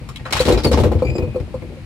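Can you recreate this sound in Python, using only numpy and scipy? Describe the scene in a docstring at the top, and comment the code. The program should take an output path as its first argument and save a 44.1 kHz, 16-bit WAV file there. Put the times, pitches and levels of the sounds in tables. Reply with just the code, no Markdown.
"""Wooden bowling pins are hauled up on strings into a plywood box at the end of an outdoor lane.
Over a low rumble and faint open air, the pins first clack together, lightly and then hard.
Next they bump heavily into the rack and set the box booming, while the strings squeak in their guides
and the first hollow knocks sound. After about a second, one string squeals at the end of the haul.
Last come fading knocks and bumps as the pins settle."""
import sys
import numpy as np
from scipy import signal
from scipy.fft import rfft, irfft
from scipy.io import wavfile
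from scipy.ndimage import uniform_filter1d

SR = 44100
rng = np.random.default_rng(int(sys.argv[2]) if len(sys.argv) > 2 else 0)


def wav_out(sig):
    """Save sig, one row per channel (or a flat mono array), as 16-bit PCM at SR to the path in sys.argv[1]."""
    wavfile.write(sys.argv[1], SR, np.round(np.clip(np.atleast_2d(sig).T, -1, 1) * 32767).astype(np.int16))


N = 81585
T = np.arange(int(.4 * SR)) / SR  # seconds since the start of one short sound

# Levels in the tables are relative. A fade_s is the time a sound takes to drop by 60 dB.
# rumble and hiss of the open air: frequency_hz, level_db
AIR_COLOUR = [(25, -4), (55, 2.5), (80, -1), (150, -2), (250, -10), (400, -20.5), (520, -28), (700, -24.5),
              (1500, -29.5), (2400, -25.5), (3400, -34), (4200, -33), (6000, -42.5), (10000, -43.5),
              (15800, -59)]
# the box swaying as the pins' weight arrives: start_s, length_s, level_db, pitch_hz
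SWAYS = [(0.039, 0.22, -47, 58.8), (0.493, 0.1, -15, 53), (0.689, 0.154, -16, 72.1),
         (1.028, 0.13, -20.5, 63.9)]
# course of the long string squeal: time_s, pitch_hz, harmonic_1_db, harmonic_2_db, harmonic_3_db
SQUEAL_PATH = [(1.025, 2370, -42, -59, -69), (1.052, 2370, -39, -45.5, -55), (1.091, 2420, -29, -56, -52.5),
               (1.111, 2455, -40, -47, -54), (1.13, 2465, -40, -54, -64), (1.148, 2485, -46, -47, -58),
               (1.171, 2468, -40, -45, -43.5), (1.19, 2470, -42, -44, -57), (1.21, 2467, -38, -64, -64),
               (1.291, 2468, -48.5, -78, -71), (1.377, 2465, -44, -70, -79)]
# short string squeaks: start_s, swell_s, fade_s, level_db, base_pitch_hz
SQUEAKS = [(0.404, 0.0057, 0.053, -21.5, 2230), (0.583, 0.0064, 0.12, -33.5, 2520),
           (0.641, 0.0098, 0.054, -17.5, 2360), (0.665, 0.0051, 0.12, -24.5, 2210)]
# overtones of a squeak: multiple_of_base_pitch, level_db
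SQUEAK_HARMONICS = [(2, -1), (3, -19), (4, -14.5), (5, -24), (6, -23)]
# hollow knocks of pins settling: start_s, level_db, settled_pitch_hz, fade_s
KNOCKS = [(0.253, -35, 517, 0.24), (0.401, -6.5, 499.5, 0.084), (0.661, -10.5, 479.5, 0.058),
          (.713, -8, 491, 0.07), (.916, -9, 484, 0.1), (1.02, -7.5, 495.3, 0.098), (1.232, -17, 491, 0.13),
          (1.342, -35, 523, 0.037), (1.357, -15.5, 498.6, 0.13), (1.5405, -16.5, 506, 0.1),
          (1.769, -32, 515, 0.11)]
# tones in a knock's note: multiple_of_pitch, level_db
KNOCK_TONES = [(1, 14.5), (1.17, -13), (1.98, -15), (2.15, -14), (2.45, -39)]
# noise of the blow that starts a knock: frequency_hz, level_db
BLOW_COLOUR = [(100, 5.5), (330, 5), (600, -7), (800, -5), (1050, -5.5), (1400, -16.5), (2000, -50),
               (4500, -31.5), (8000, -41), (15000, -41)]
# faint high tick of a knock: pitch_hz, level_db, fade_s
TICK_TONES = [(4380, 5, 0.11), (7300, -3.5, 0.11), (8200, -4, 0.13)]
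# pins bumping the rack and the box: start_s, thud_db, boom_db
BUMPS = [(.012, -40, -22.5), (0.085, -44.5, -20.5), (0.206, -42, -19.5), (0.31, -27, -22),
         (0.344, -28, -15.5), (0.405, -41, -18), (.452, -18, -18), (.477, -10, -12.5), (.496, -11, -23),
         (.521, -12, -15), (.546, -19, -16), (.574, -21, -14.5), (.635, -26.5, -28), (0.647, -12, -29),
         (0.656, -14, -7.5), (0.733, -13, -11), (0.75, -21, -29), (.774, -12, -20), (0.799, -16, -4),
         (.833, -10.5, -34), (0.856, -16, -7), (.915, -16, -14.5), (0.95, -24.5, -9), (1.047, -21.5, -13.5),
         (1.087, -25.5, -11.5), (1.114, -29, -12), (1.152, -19, -51), (1.185, -18.5, -17),
         (1.221, -24.5, -11), (1.275, -31.5, -16), (1.343, -27, -28), (1.401, -28, -15),
         (1.478, -37.5, -34), (1.552, -46, -22), (1.62, -27.5, -24.5), (1.7, -37, -58), (1.717, -36.5, -42)]
# noise of a thud inside the box: frequency_hz, level_db
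THUD_COLOUR = [(60, 1.5), (130, -4), (200, -7.5), (330, 4), (520, -1.5), (700, -13.5), (1100, -20.5),
               (1600, -33), (4000, -47)]
# ring of the rack and box panels: pitch_hz, level_db, fade_s
PANEL_TONES = [(220.8, -7.5, 0.49), (235.7, -6, 0.44), (309.1, -10, 0.48), (367, -5.5, 0.27),
               (404, -6.5, 0.072), (446, -13.5, 0.15), (494.2, 0, 0.2), (590.7, -5.5, 0.19),
               (709, -17, 0.23)]
# boom of the whole box: pitch_hz, level_db, fade_s
BOX_TONES = [(49.6, -3, 0.041), (67.8, 0, 0.58), (88.8, 11, 0.18), (122.7, 5, 0.22)]
# pin hitting pin: start_s, level_db, brightness_db_per_octave, fade_s, band_hz, band_lift_db
CLACKS = [(0.088, -33, 2.5, 0.11, 1160, 18.5), (0.158, -32.5, 2.5, 0.09, 3200, 12),
          (0.195, -38, -5.5, 0.095, 1920, 5), (0.253, -28.5, -4.5, 0.24, 1500, 9.5),
          (0.306, -32.5, -0.5, 0.094, 9400, -4), (0.3247, -15.5, 0, 0.11, 4660, 3),
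          (.352, -24, -1.5, 0.32, 4070, 5), (.365, -20, -1.5, 0.16, 1520, 4.5),
          (0.393, -23, 1.5, 0.21, 3080, 2.5), (.403, -21.5, -0.5, 0.19, 8500, 2),
          (0.451, -23.5, -0.5, 0.36, 4080, 6), (.482, -20, -1.5, 0.28, 840, 9),
          (0.521, -23.5, 2.5, 0.099, 3860, 5), (.545, -26, -5, 0.046, 7750, 11),
          (.574, -26.5, -4, 0.22, 4840, 10), (0.634, -27, 3, 0.12, 4600, 10),
          (0.645, -22, -4, 0.14, 13200, 10.5), (0.668, -39, 1.5, 0.34, 8300, -3),
          (.714, -26.5, -0.5, 0.24, 1470, 2.5), (.729, -24.5, -3, 0.25, 5200, 8.5),
          (.74, -21, -5, 0.047, 1120, 18), (.773, -20.5, -3, 0.2, 810, 11),
          (0.796, -32.5, 1.5, 0.23, 3830, 6), (.834, -26.5, -2, 0.22, 1130, 7.5),
          (0.916, -36.5, -4, 0.26, 1330, -1), (0.986, -37.5, -4.5, 0.22, 3370, 4),
          (1.181, -37, -3, 0.087, 4500, 1.5), (1.399, -39, -1.5, 0.064, 2080, 10),
          (1.62, -48, -3, 0.077, 2240, 18)]
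# noise of the crack that starts a clack: frequency_hz, level_db
CRACK_COLOUR = [(300, -21.5), (700, 1.5), (1000, 0), (1600, -2.5), (2400, 0), (4300, -5), (6000, -8),
                (9000, -9), (15500, -21.5)]
# ring of a wooden pin: pitch_hz, level_db, fade_s
PIN_TONES = [(844, -0.5, 0.074), (1057, -1, 0.044), (1358, -9, 0.097), (1907, -6, 0.098), (2187, -1, 0.067),
             (2390, -4, 0.093), (2560, -10.5, 0.18), (3005, -7.5, 0.076), (3970, 3, 0.055),
             (4310, -9, 0.092), (5320, -5, 0.085), (7340, -11.5, 0.13)]
# how alike the two ears' sounds are: frequency_hz, likeness (0 unrelated, 1 the same)
EAR_LIKENESS = [(60, 1), (200, 0.65), (500, 1), (1000, 0.73), (2000, 0.057), (5000, 0.12), (15000, 0.065)]
# how much louder the left side is: frequency_hz, left_minus_right_db
LEFT_LEAN = [(60, 3.3), (200, 3.4), (500, 2.4), (1000, 3), (2000, 1.8), (4000, 3.2), (12000, 2)]

SIDES = np.array([[.5], [-.5]])  # shares a difference between left and right


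def amp(db):
    """Turns decibels into a number to multiply a sound by."""
    return 10 ** (np.asarray(db) / 20)


def unit(x):
    """Scales a signal to an average strength (rms) of 1."""
    return x / np.sqrt(np.mean(x ** 2) + 1e-20)


def read(points, hz):
    """Looks up a frequency in a table, gliding between rows on an octave scale."""
    row_hz, value = np.transpose(points)
    return np.interp(np.log(hz + 1), np.log(row_hz + 1), value)


def add(mix, start_s, sound):
    """Mixes a sound in at its start time."""
    part = mix[:, max(round(start_s * SR), 0):][:, :sound.shape[-1]]
    part += sound[..., :part.shape[1]]


def dying(rise_s, fade_s):
    """The loudness of something struck: a quick rise, then a steady fade."""
    return np.minimum(T / rise_s, 1) * amp(-60 * T / fade_s)


def wobble(shape, samples):
    """A random wiggle; smoothing over more samples makes it slower."""
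    return unit(uniform_filter1d(rng.standard_normal(shape), size=samples))


def noise(colour, size, shade=lambda hz: 0):
    """Stereo noise whose colour sets each frequency's level; the ears are alike mainly in the bass."""
    hz = np.fft.rfftfreq(size, 1 / SR)
    left, other = np.exp(2j * np.pi * rng.random((2, len(hz))))
    same = read(EAR_LIKENESS, hz)
    right = same * left + np.sqrt(1 - same ** 2) * other
    return unit(irfft(np.array([left, right]) * amp(read(colour, hz) + shade(hz + 1)), size))


def ring(tones, rise_s, vary_db, clock=T):
    """A struck object rings; each blow mixes its tones anew, and high ones reach the ears out of step."""
    out = np.zeros((2, len(T)))
    for (hz, db, fade_s), (weight, side) in zip(tones, rng.standard_normal((len(tones), 2))):
        ear_shift = np.arccos(read(EAR_LIKENESS, hz)) * np.sign(side) * SIDES
        tone = np.sin(2 * np.pi * hz * clock + ear_shift)
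        out += amp(db + vary_db * weight) * dying(rise_s, fade_s) * tone
    return out / np.sqrt(sum(amp(db) ** 2 for _, db, _ in tones) / 2)


def slipping(hz, jitter):
    """A string sticks and slips: gives the phase (place in the wave) of a tone with trembling pitch."""
    return 2 * np.pi * np.cumsum(hz * (1 + jitter * wobble(len(hz), samples=24))) / SR


def walls(sound, count=6, longest_s=.012):
    """A few quick echoes bounce off the walls of the box, different for each ear."""
    echoes = np.zeros((2, len(T)))
    echoes[:, 0] = 1  # the direct sound
    for ear in echoes:
        delays = (rng.uniform(.1, 1, count) * longest_s * SR).astype(int)
        ear[delays] += .17 * rng.choice([-1, 1], count)
    return signal.fftconvolve(sound, echoes / np.linalg.norm(echoes[0]), axes=1)[:, :N]


def air():
    """Low rumble and faint hiss of the open air."""
    return amp(-34) * noise(AIR_COLOUR, N)


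def box_sways():
    """The box flexes under the load: a few waves of deep bass that swell and fade."""
    out = np.zeros((2, N))
    for start_s, length_s, db, hz in SWAYS:
        t = np.arange(0, length_s, 1 / SR)
        swell = np.sin(np.pi * t / length_s)
        add(out, start_s, amp(db) * np.sqrt(2) * swell * np.sin(2 * np.pi * hz * t))
    return out


def string_squeal(right_lag_s=.00016, left_minus_right_db=-.5):
    """A string squeals over its guide at the end of the haul, rasping and catching as it runs."""
    times, hz, *levels = np.transpose(SQUEAL_PATH)
    t = np.arange(times[0], times[-1], 1 / SR)
    pitch = np.interp(t, times, hz)
    phase = slipping(pitch, jitter=.007) - 2 * np.pi * pitch * np.array([[0], [right_lag_s]])
    tone = sum(np.sqrt(2) * amp(np.interp(t, times, db)) * np.sin(multiple * phase)
               for multiple, db in enumerate(levels, 1))
    flutter = amp(4.5 * wobble(tone.shape, samples=400))
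    rasp = 1 + .33 * wobble(tone.shape, samples=70)
    out = np.zeros((2, N))
    add(out, times[0], tone * unit(flutter * rasp) * amp(left_minus_right_db * SIDES))
    return out


def string_squeaks():
    """Tight strings slip briefly in their guides: each squeak swells and dies away."""
    out = np.zeros((2, N))
    for start_s, swell_s, fade_s, db, hz in SQUEAKS:
        phase = np.array([slipping(np.full(len(T), hz), jitter=.028) for _ in range(2)])
        tone = unit(sum(amp(level) * np.sin(multiple * phase) for multiple, level in SQUEAK_HARMONICS))
        swell = np.minimum(T / swell_s, 1)
        fade = amp(-60 * np.maximum(T - swell_s, 0) / fade_s)
        add(out, start_s, amp(db) * swell * fade * tone)
    return out


def settling_knocks(rise_s=.0055, settle_s=.0082):
    """A pin settles into place: a short wooden blow, a faint tick and a hollow note that dips in pitch."""
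    out = np.zeros((2, N))
    clock = np.cumsum(1 + .072 * np.exp(-T / settle_s)) / SR  # runs fast at first: the note starts high
    for start_s, db, hz, fade_s in KNOCKS:
        tones = [(hz * multiple, level, fade_s) for multiple, level in KNOCK_TONES]
        note = ring(tones, rise_s, vary_db=1.5, clock=clock)
        blow = amp(-9.5) * noise(BLOW_COLOUR, len(T)) * dying(rise_s=.002, fade_s=.12)
        add(out, start_s, amp(db) * (note + blow))
        tick_db = -40 + .66 * db  # follows the knock's level only in part
        add(out, start_s, amp(tick_db) * ring(TICK_TONES, rise_s, vary_db=1.5))
    return out


def rack_bumps():
    """Pins hit the rack: a dull thud, ringing panels and the boom of the box."""
    out = np.zeros((2, N))
    for start_s, thud_db, boom_db in BUMPS:
        thud = amp(1) * noise(THUD_COLOUR, len(T)) * dying(rise_s=.002, fade_s=.17)
        panels = amp(-4.5) * ring(PANEL_TONES, rise_s=.002, vary_db=4)
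        boom = amp(-3.5) * ring(BOX_TONES, rise_s=.0053, vary_db=3.5)
        add(out, start_s, amp(thud_db) * (thud + panels) + amp(boom_db) * boom)
    return out


def pin_clacks(rise_s=.0022, treble_hz=7050, band_octaves=.27):
    """Pins strike each other: a hard crack whose treble dies first, and the ring of the wood."""
    cracks, rings = np.zeros((2, 2, N))
    cut_treble = signal.butter(2, treble_hz, fs=SR, output="sos")
    for start_s, db, brightness, fade_s, band_hz, lift_db in CLACKS:
        def shade(hz):
            """This clack's own colour in dB: brighter or duller, with one band raised or lowered."""
            octaves = np.log2(hz / band_hz)
            return brightness * octaves + lift_db * np.exp(-.5 * (octaves / band_octaves) ** 2)
        chatter = amp(2.5 * wobble(len(T), samples=130))  # the pins rattle within one clack
        burst = noise(CRACK_COLOUR, len(T), shade) * unit(chatter)
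        body = signal.sosfiltfilt(cut_treble, burst)
        treble = burst - body
        crack = body * dying(rise_s, fade_s) + treble * dying(rise_s, .62 * fade_s)
        add(cracks, start_s, amp(db + 2.5) * crack)
        tuning = 1 + .008 * rng.uniform(-1.3, 1, len(PIN_TONES))  # no two pins are quite alike
        tones = [(hz * tune, level + shade(hz), fade)
                 for (hz, level, fade), tune in zip(PIN_TONES, tuning)]
        add(rings, start_s, amp(db - 1) * ring(tones, rise_s, vary_db=5))
    return walls(cracks) + rings


def scene():
    """The pins, the box and the strings sound together in the open air."""
    pins_and_box = pin_clacks() + rack_bumps() + box_sways() + settling_knocks()
    return pins_and_box + string_squeaks() + string_squeal() + air()


def record(dry, lowest_hz=40, highest_hz=15850, ceiling=.95):
    """The microphones lean left, drop the deepest bass, round off peaks and cut the highest treble."""
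    hz = np.fft.rfftfreq(2 * N, 1 / SR)
    leaned = irfft(rfft(dry, 2 * N) * amp(read(LEFT_LEAN, hz) * SIDES))[:, :N]
    thinned = signal.sosfilt(signal.butter(6, lowest_hz, "high", fs=SR, output="sos"), leaned)
    rounded = thinned / (1 + (thinned / ceiling) ** 6) ** (1 / 6)
    cut_treble = signal.firwin(511, highest_hz, window=("kaiser", 9), fs=SR)
    return signal.oaconvolve(rounded, cut_treble[None], "same")


dry = scene()
out = record(dry)
wav_out(out)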